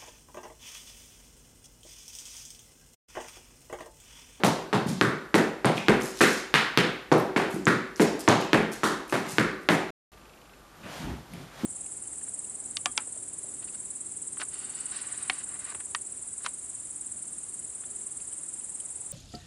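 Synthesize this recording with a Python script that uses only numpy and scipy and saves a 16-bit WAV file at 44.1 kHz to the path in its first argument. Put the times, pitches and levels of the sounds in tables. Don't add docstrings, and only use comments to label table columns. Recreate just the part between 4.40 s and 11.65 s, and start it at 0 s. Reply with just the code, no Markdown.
import sys
import numpy as np
from scipy import signal
from scipy.fft import rfft, irfft
from scipy.io import wavfile
from scipy.ndimage import uniform_filter1d

SR = 44100
rng = np.random.default_rng(int(sys.argv[2]) if len(sys.argv) > 2 else 0)


def digitize_waveform(pressure):
    field = np.atleast_2d(pressure).T
    bounded = np.clip(field, -1, 1)
    quanta = np.round(bounded * 32767).astype(np.int16)
    wavfile.write(sys.argv[1], SR, quanta)


def undo_db(level):
    steps = np.asarray(level, float) / 20
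    return 10 ** steps


N = 319725
RUN_IN = SR // 2
SILENCE_START_S, SILENCE_END_S = 5.505, 5.7185


def rms_one(x):
    return x / np.sqrt(np.mean(x ** 2) + 1e-20)


def at_hz(points, hz):
    table = np.array(points)
    return np.interp(np.log(hz), np.log(table[:, 0]), table[:, 1])


def add(track, s, sound):
    i = round(s * SR) + RUN_IN
    track[i:i + len(sound)] += sound[:len(track) - i]


def struck(hz, t60, size=8192):
    t = np.arange(size) / SR
    return np.sin(2 * np.pi * hz * t) * undo_db(-60 * t / t60)


def resonance(x, hz, width_hz):
    r = np.exp(-np.pi * width_hz / SR)
    gain = (1 - r * r) / 2
    return signal.lfilter([gain, 0, -gain], [1, -2 * r * np.cos(2 * np.pi * hz / SR), r * r], x)


def band_noise(x, low, high):
    return signal.sosfilt(signal.butter(2, [low, high], "band", fs=SR, output="sos"), x)


def low_pass(x, hz):
    return signal.sosfilt(signal.butter(2, hz, fs=SR, output="sos"), x)


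def coloured(x, spectrum):
    hz = np.fft.rfftfreq(len(x), 1 / SR) + 1
    below, above = (spectrum[0][0] / 2, -60), (spectrum[-1][0] * 2, -60)
    closed = [below] + list(spectrum) + [above]
    return rms_one(irfft(rfft(x) * undo_db(at_hz(closed, hz)), len(x)))


# start in seconds, peak of the tip click in dB, thud in dB, sole clack in dB, clack pitch in Hz.
FLAT_TAPS = [
    (0.0361, 0, -29, -30.5, 1110),
    (0.329, -9, -32, -32.5, 1210),
    (1.2464, -6.5, -29, -30.5, 1220),
    (3.878, -0.5, -25.5, -24.5, 1080),
]
TOE_TAPS = [
    (0.6123, 3.5, -28, -27.5, 1440),
    (3.2693, -2.5, -27.5, -26.5, 1510),
    (4.9838, 2, -29, -28.5, 1550),
]
HEEL_TAPS = [
    (0.943, 0, -23.5, -29.5, 1650),
    (1.8077, -13, -26, -23, 1670),
    (3.5972, -6.5, -24, -34, 1790),
    (4.4338, -11, -31, -28.8, 1310),
]
DROP_TAPS = [
    (2.7167, -7, -24.5, -31.5, 1420),
    (2.9623, -7.5, -30, -30.5, 1667),
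    (4.7252, -13, -33.5, -33, 1590),
    (5.2887, 3, -27.5, -29, 1740),
]
TIP_TAPS = [
    (2.1411, 4.7, -35, -23.5, 1710),
    (2.3747, 7.8, -28.5, -26.5, 1845),
]
BALL_TAPS = [
    (1.4842, 3, -25, -28.5, 1665),
    (4.132, 3.5, -25.5, -28.5, 1730),
]
# boom and knock in dB over the thud, grit and air in dB over the clack,
# width of the clack in octaves.
FLAT = (0.5, -1.5, -10, -16, 0.66)
TOE = (-1.5, -15, -13.5, -17.5, 0.31)
HEEL = (-9.5, -7.5, -10.5, -10.5, 0.33)
DROP = (-4, -1.5, -11.5, -16, 0.4)
TIP = (-3, -8, -9.5, -16.5, 0.52)
BALL = (-2.5, -6, -14, -16.5, 0.4)
# tip click in dB, thud in dB, clack in dB, clack pitch in Hz.
EARLIER_TAP = (-40, -24, -33, 1500)
EARLIER_TAP_S = -0.2


def all_taps():
    kinds = ((FLAT_TAPS, FLAT), (TOE_TAPS, TOE), (HEEL_TAPS, HEEL),
             (DROP_TAPS, DROP), (TIP_TAPS, TIP), (BALL_TAPS, BALL))
    heard = sorted(row + colour for rows, colour in kinds for row in rows)
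    return heard + [(EARLIER_TAP_S,) + EARLIER_TAP + HEEL]


# pitch in Hz, level in dB, time to fall 60 dB in seconds.
BOARDS = [(170, -3, 0.4), (213.8, 1.5, 0.51), (252, -19.5, 0.28), (316, -4, 0.58), (379.3, -2, 0.82),
          (421.6, 1.5, 0.4), (499, -5.5, 0.58)]


def taps():
    dull_tip_hz, sharp_from_db, db_per_octave = 1000, -5.5, 9.0
    clicks, swings = np.zeros((2, N + RUN_IN))
    rows = all_taps()[:-1]
    chance = rng.normal(0, 1, (len(rows), len(BOARDS)))
    for (s, click_db, thud_db, clack_db, clack_hz, *_, octaves), spread in zip(rows, chance):
        click_hz = dull_tip_hz * 2 ** (max(click_db - sharp_from_db, 0) / db_per_octave)
        tip = struck(click_hz * 1.3, 1.73 / click_hz, size=512)
        add(clicks, s, -undo_db(click_db - 3.0) * tip / tip.max())
        thud = struck(314, 0.04)
        add(swings, s + 0.00063, undo_db(thud_db + 14.0) * thud)
        clack = struck(clack_hz, 2.2 / (octaves * clack_hz))
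        add(swings, s, -undo_db(clack_db + 17.5) * clack)
        for (hz, db, t60), z in zip(BOARDS, spread):
            height = np.sign(z) * undo_db(thud_db + db - 4.0 + 4.37 * abs(z))
            add(swings, s + 0.00403, height * struck(hz, t60, size=SR // 2))
    return clicks, swings


# delay in seconds, level in dB.
ECHOES = [(.0035, -36.5), (.0055, -16.5), (0.0134, -12.5), (0.019, -25)]


def first_echoes(clicks):
    dull = low_pass(clicks, 4500)
    return sum(undo_db(db) * np.roll(dull, round(s * SR)) for s, db in ECHOES)


def separate_reflections(at, depth_db=3.5, merge_s=0.04):
    fresh = np.zeros(N + RUN_IN)
    fresh[at] = 1
    fresh = np.minimum(signal.lfilter([1], [1, -np.exp(-1 / (merge_s * SR))], fresh), 1)
    clumps = uniform_filter1d(rng.standard_normal(N + RUN_IN), size=70)
    clumps = rms_one(uniform_filter1d(clumps, size=70))
    return undo_db(depth_db * fresh * clumps)


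RING_HZ = (150, 340, 780, 3650, 7500)
RING_OCTAVES = (0.35, 0.42, 0.33, 0.29, 0.42)
# pitch in Hz, filling time in seconds.
BUILD = [(100, 0.0031), (300, 0.013), (1000, 0.00081), (8000, 0.0047)]
# pitch in Hz, time to fall 60 dB in seconds.
ROOM_T60 = [(80, 0.37), (210, 0.48), (560, 0.61), (1470, 0.61), (3880, 0.59), (10200, 0.38)]


def tap_reverberation(crack_db=-12.0, crack_t60=0.017):
    edges = 70 * 2 ** np.arange(0, 8.0, 1 / 4)
    white, out = rng.standard_normal((2, N + RUN_IN)), np.zeros(N + RUN_IN)
    rows = np.array(all_taps())
    thud_db, clack_db, clack_hz, boom_db, knock_db, grit_db, air_db, octaves = rows[:, 2:].T
    at = np.round(rows[:, 0] * SR).astype(int) + RUN_IN
    levels_db = np.column_stack([thud_db + boom_db, thud_db, thud_db + knock_db,
                                 clack_db, clack_db + grit_db, clack_db + air_db])
    low_hz = np.tile(RING_HZ[:3], (len(rows), 1))
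    high_hz = np.tile(RING_HZ[3:], (len(rows), 1))
    centres = np.column_stack([low_hz, clack_hz, high_hz])
    widths = np.insert(np.tile(RING_OCTAVES, (len(rows), 1)), 3, octaves, axis=1)
    clumps = separate_reflections(at)
    for k, (low, high) in enumerate(zip(edges, edges[1:])):
        hz = np.sqrt(low * high)
        share = np.exp(-0.5 * (np.log2(hz / centres) / widths) ** 2) / widths
        power = np.zeros(N + RUN_IN)
        power[at] = np.sum(undo_db(levels_db) ** 2 * share, axis=1) * undo_db(-7.5)
        ring, crack = [signal.lfilter([1], [1, -undo_db(-120 / (t60 * SR))], power + 1e-18)
                       for t60 in (at_hz(ROOM_T60, hz), crack_t60)]
        fill = np.exp(-1 / (at_hz(BUILD, hz) * SR))
        envelope = signal.lfilter([1 - fill], [1, -fill], ring + undo_db(crack_db) * crack)
        band = band_noise(white[k % 2] * clumps, low, high)
        out += np.sqrt(np.abs(envelope)) * rms_one(band)
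    return out


# start in seconds, level in dB, length in seconds, centre pitch in Hz.
SCUFFS = [(0.034, -30, 0.054, 5970), (0.462, -36, 0.065, 5000), (0.965, -40, 0.03, 6030),
          (1.341, -43, 0.085, 3960), (1.731, -37.5, 0.36, 4240), (2.964, -49, 0.073, 6000),
          (5.3, -34, 0.051, 6760), (1.597, -38, 0.11, 6880), (1.823, -37, 0.22, 5060),
          (2.781, -46, 0.046, 11000), (3.09, -45, 0.096, 8000), (3.559, -43, 0.048, 4980),
          (3.603, -29.5, 0.036, 5560), (3.792, -34.5, 0.025, 7020), (3.998, -37.5, 0.044, 3000),
          (4.842, -42.5, 0.061, 1504), (4.311, -39, 0.044, 6800), (4.445, -38.5, 0.066, 6040),
          (4.677, -41.5, 0.13, 7000), (4.86, -40, 0.13, 6700), (5.21, -57, 0.041, 8000),
          (6.347, -75, 0.035, 1300)]


def scuffs(grain_db=4.5):
    out = np.zeros(N + RUN_IN)
    draws = rng.standard_normal((len(SCUFFS), 2, 8192))
    for (s, db, length, hz), (noise, grain) in zip(SCUFFS, draws):
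        phase = np.arange(8192) / SR / length
        swell = (1 - np.exp(-phase / 0.26)) * np.exp(-1.5 * phase ** 2)
        rough = undo_db(grain_db * rms_one(uniform_filter1d(grain, size=60)))
        drag = rms_one(resonance(noise * rough, hz, hz * 1.3))
        add(out, s, undo_db(db + 1.5) * swell * drag)
    return out


# level in dB, pitch in Hz, time to fall 60 dB in seconds.
BUCKLE_RING = (-61, 13700, 0.58)


def buckle_ring():
    db, hz, t60 = BUCKLE_RING
    out = np.zeros(N + RUN_IN)
    shimmer = rms_one(resonance(rng.standard_normal(8192), hz, 700))
    add(out, 2.783, shimmer * undo_db(db - 60 * np.arange(8192) / SR / t60))
    return out


# start in seconds, peak in dB, pitch in Hz.
TICKS = [(1.257, -14.5, 9000), (1.372, -25.5, 2800), (1.3785, -20.5, 3300), (1.3808, -18.5, 2420),
         (1.604, -34, 8000), (1.621, -25.5, 6000), (1.65, -27, 8400), (1.679, -29, 10000),
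         (1.846, -31, 5500), (2.727, -20, 5800), (2.783, -27, 11500), (2.80, -25, 12000),
         (3.107, -35, 10500), (3.255, -19.5, 7000), (3.56, -29, 5700), (3.793, -32, 8000),
         (3.888, -9, 6500), (4.024, -26.5, 2700), (4.318, -39, 8000), (4.68, -34, 11000),
         (4.697, -28, 8550), (4.698, -34, 2580), (4.891, -28, 7000), (4.921, -23.5, 9000),
         (6.342, -48, 1300), (6.434, -41, 2600), (6.454, -43, 2480), (6.682, -37.5, 840),
         (6.936, -38, 2300), (6.937, -32, 10500)]


def ticks():
    answer_s, answer_db, answer_hz = 0.014, 2, 8000
    out = np.zeros(N + RUN_IN)
    t = np.arange(1024) / SR
    answers = [(row[0] + answer_s, row[3] + answer_db, answer_hz) for row in all_taps()[:-1]]
    for s, db, hz in TICKS + answers:
        swell = 1 - np.exp(-t * hz / 1.2)
        add(out, s, undo_db(db + 11.5) * swell * struck(hz, 11.0 / hz, size=1024))
    return out


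# start in seconds, peak in dB, pitch in Hz.
SOFT_STEPS = [(0.461, -18.5, 188), (.482, -16, 156), (1.531, -38, 133), (3.14, -21, 190), (3.163, -20, 337),
              (0.511, -21.5, 233), (4.87, -29.5, 189), (4.928, -29, 140), (1.378, -25, 200),
              (6.455, -36, 304), (7.2338, -20.5, 242), (7.2435, -14.5, 260)]


def soft_steps():
    out = np.zeros(N + RUN_IN)
    swell = 1 - np.exp(-np.arange(8192) / SR / 0.0011)
    for s, db, hz in SOFT_STEPS:
        add(out, s, undo_db(db + 2.5) * swell * struck(hz, 0.045))
    return out


# pitch in Hz, level in dB.
ROOM_COLOUR = [(80, -1), (250, 1.5), (1000, -2.5), (3000, -7), (8000, -10.5), (14000, -17)]


def room(x, build_s=0.014):
    t = np.arange(SR) / SR
    edges = 60 * 2 ** np.arange(0, 8.3, 0.5)
    white, tail = rng.standard_normal((2, SR)), np.zeros(SR)
    for k, (low, high) in enumerate(zip(edges, edges[1:])):
        hz = np.sqrt(low * high)
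        fall = undo_db(at_hz(ROOM_COLOUR, hz) - 60 * t / at_hz(ROOM_T60, hz))
        tail += fall * band_noise(white[k % 2], low, high)
    tail *= undo_db(-29.5) * (1 - np.exp(-t / build_s))
    return signal.fftconvolve(x, tail)[:len(x)]


def gestures(rows, rise_db_per_s, fall_db_per_s):
    t = np.arange(N) / SR
    moves = []
    for s, db, hold in rows:
        before, after = np.maximum(s - t, 0), np.maximum(t - s - hold, 0)
        moves.append(db - rise_db_per_s * before - fall_db_per_s * after)
    return np.max(moves, axis=0)


# time in seconds, level in dB.
RISING = [
    (6.3, -72),
    (6.346, -60),
    (6.431, -59),
    (6.436, -45),
    (6.552, -42.5),
    (6.704, -44.5),
    (6.82, -57),
]
LANDING = [
    (6.912, -58),
    (6.94, -52),
    (7.0, -51.5),
    (7.078, -54.5),
    (7.212, -45.5),
]
# start in seconds, level in dB, hold in seconds.
WEIGHT_SHIFTS = [
    (6.455, -44.5, 0.017),
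    (6.615, -36.5, .025),
    (6.68, -33.5, 0.031),
    (6.94, -42.5, 0.076),
    (7.228, -43, .05),
]
# start in seconds, level in dB, hold in seconds.
LEG_SWINGS = [
    (6.53, -47.5, 0.084),
    (6.94, -55.5, 0.087),
    (7.2, -50.5, .05),
]
# pitch in Hz, level in dB per Hz.
SLIDE = [(400, -2.5), (650, 3.5), (1000, -0.5), (1600, -1.5), (2500, -6), (3500, -12)]
CLOTH = [(1760, -24), (3000, 4), (5920, -1.5), (6420, -2), (11900, -9.5), (15000, -16)]


def soft_shoe():
    slide_db = np.interp(np.arange(N) / SR, *np.transpose(RISING + LANDING), left=-99)
    noise = rng.standard_normal((3, N))
    flex = coloured(noise[0], [(70, -13.0), (110, -2.5), (150, 0.5), (230, -5.5), (400, -11.5)])
    flex = undo_db(gestures(WEIGHT_SHIFTS, rise_db_per_s=284, fall_db_per_s=153)) * flex
    slide = undo_db(slide_db) * coloured(noise[1], SLIDE)
    cloth = undo_db(gestures(LEG_SWINGS, rise_db_per_s=108, fall_db_per_s=65)) * coloured(noise[2], CLOTH)
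    return flex + slide + cloth


# start in seconds, peak in dB, pitch in Hz.
JOLTS = [
    (1.5, -35, 45),
    (3.57, -53, 60),
    (4.17, -40, 40),
    (5.05, -42, 45.2),
    (6.64, -34, 49.6),
    (6.7, -31, 65.5),
]


def jolts():
    out = np.zeros(N + RUN_IN)
    swell = 1 - np.exp(-np.arange(SR // 2) / SR / 0.014)
    for s, db, hz in JOLTS:
        add(out, s, undo_db(db + 3.5) * swell * struck(hz, 0.27, size=SR // 2))
    return out


def focus_motor():
    start_s, step_s, count = 5.733, 0.0401, 11
    out = np.zeros(N + RUN_IN)
    t = np.arange(1024) / SR
    kick = (1 - np.exp(-t / 0.0014)) * np.exp(-t / 0.0049)
    for k, noise in enumerate(rng.standard_normal((count, 1024))):
        ring = resonance(noise * kick, 2600, 460)
        level_db = -48 + 1 * noise[0]
        add(out, start_s + k * step_s, undo_db(level_db) * ring / np.abs(ring).max())
    return out[RUN_IN:]


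# pitch in Hz, level in dB per Hz.
HISS = [(25, -20), (54, -0.5), (77, -12), (150, -7.5), (1450, -15), (1720, -20), (11600, -31.5),
        (14800, -41.5)]
# pitch in Hz, rms level in dB, width in Hz.
WHINES = [(48.3, -70.5, 6.1), (1184, -66.5, 40), (1550, -74.5, 40), (7200, -75, 60), (11810, -75, 30)]


def camera():
    t = np.arange(N) / SR
    out = undo_db(-53.5) * coloured(rng.standard_normal(N), HISS)
    wobble = rng.standard_normal((len(WHINES), N))
    for (hz, db, width), noise in zip(WHINES, wobble):
        wavering = rms_one(resonance(resonance(noise, hz, width), hz, width))
        out += undo_db(db) * (0.7 * wavering + 0.9 * np.sin(2 * np.pi * hz * t))
    return out


def scene():
    clicks, swings = taps()
    clicks = low_pass(clicks, 7000)
    hard_taps = clicks + first_echoes(clicks) + swings + tap_reverberation()
    drags, small, soft = scuffs() + buckle_ring(), ticks(), soft_steps()
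    wet = room(undo_db(9.0) * drags + undo_db(4) * small + undo_db(-1.0) * soft)
    shoes = hard_taps + drags + small + soft + wet
    shoes = signal.sosfilt(signal.butter(4, 112, "high", fs=SR, output="sos"), shoes)
    shoes = low_pass(shoes, 12500)
    shoes = (shoes + jolts())[RUN_IN:]
    t = np.arange(N) / SR
    shoes[(t > SILENCE_START_S) & (t < 6.3)] = 0
    return (shoes + soft_shoe() + camera() + focus_motor())[None]


def top_cut(x):
    return signal.sosfilt(signal.butter(12, 16140, fs=SR, output="sos"), x)


def record(dry):
    t = np.arange(N) / SR
    x = np.clip(dry, -1, 1)
    x = x - 0.85 * resonance(x, 7930, 120)
    x = signal.sosfiltfilt(signal.ellip(8, 0.25, 15, 15050, fs=SR, output="sos"), x)
    x = np.clip(x, -1, 1) * ((t < SILENCE_START_S) | (t > SILENCE_END_S))
    return top_cut(x)


dry = scene()
out = record(dry)
digitize_waveform(out)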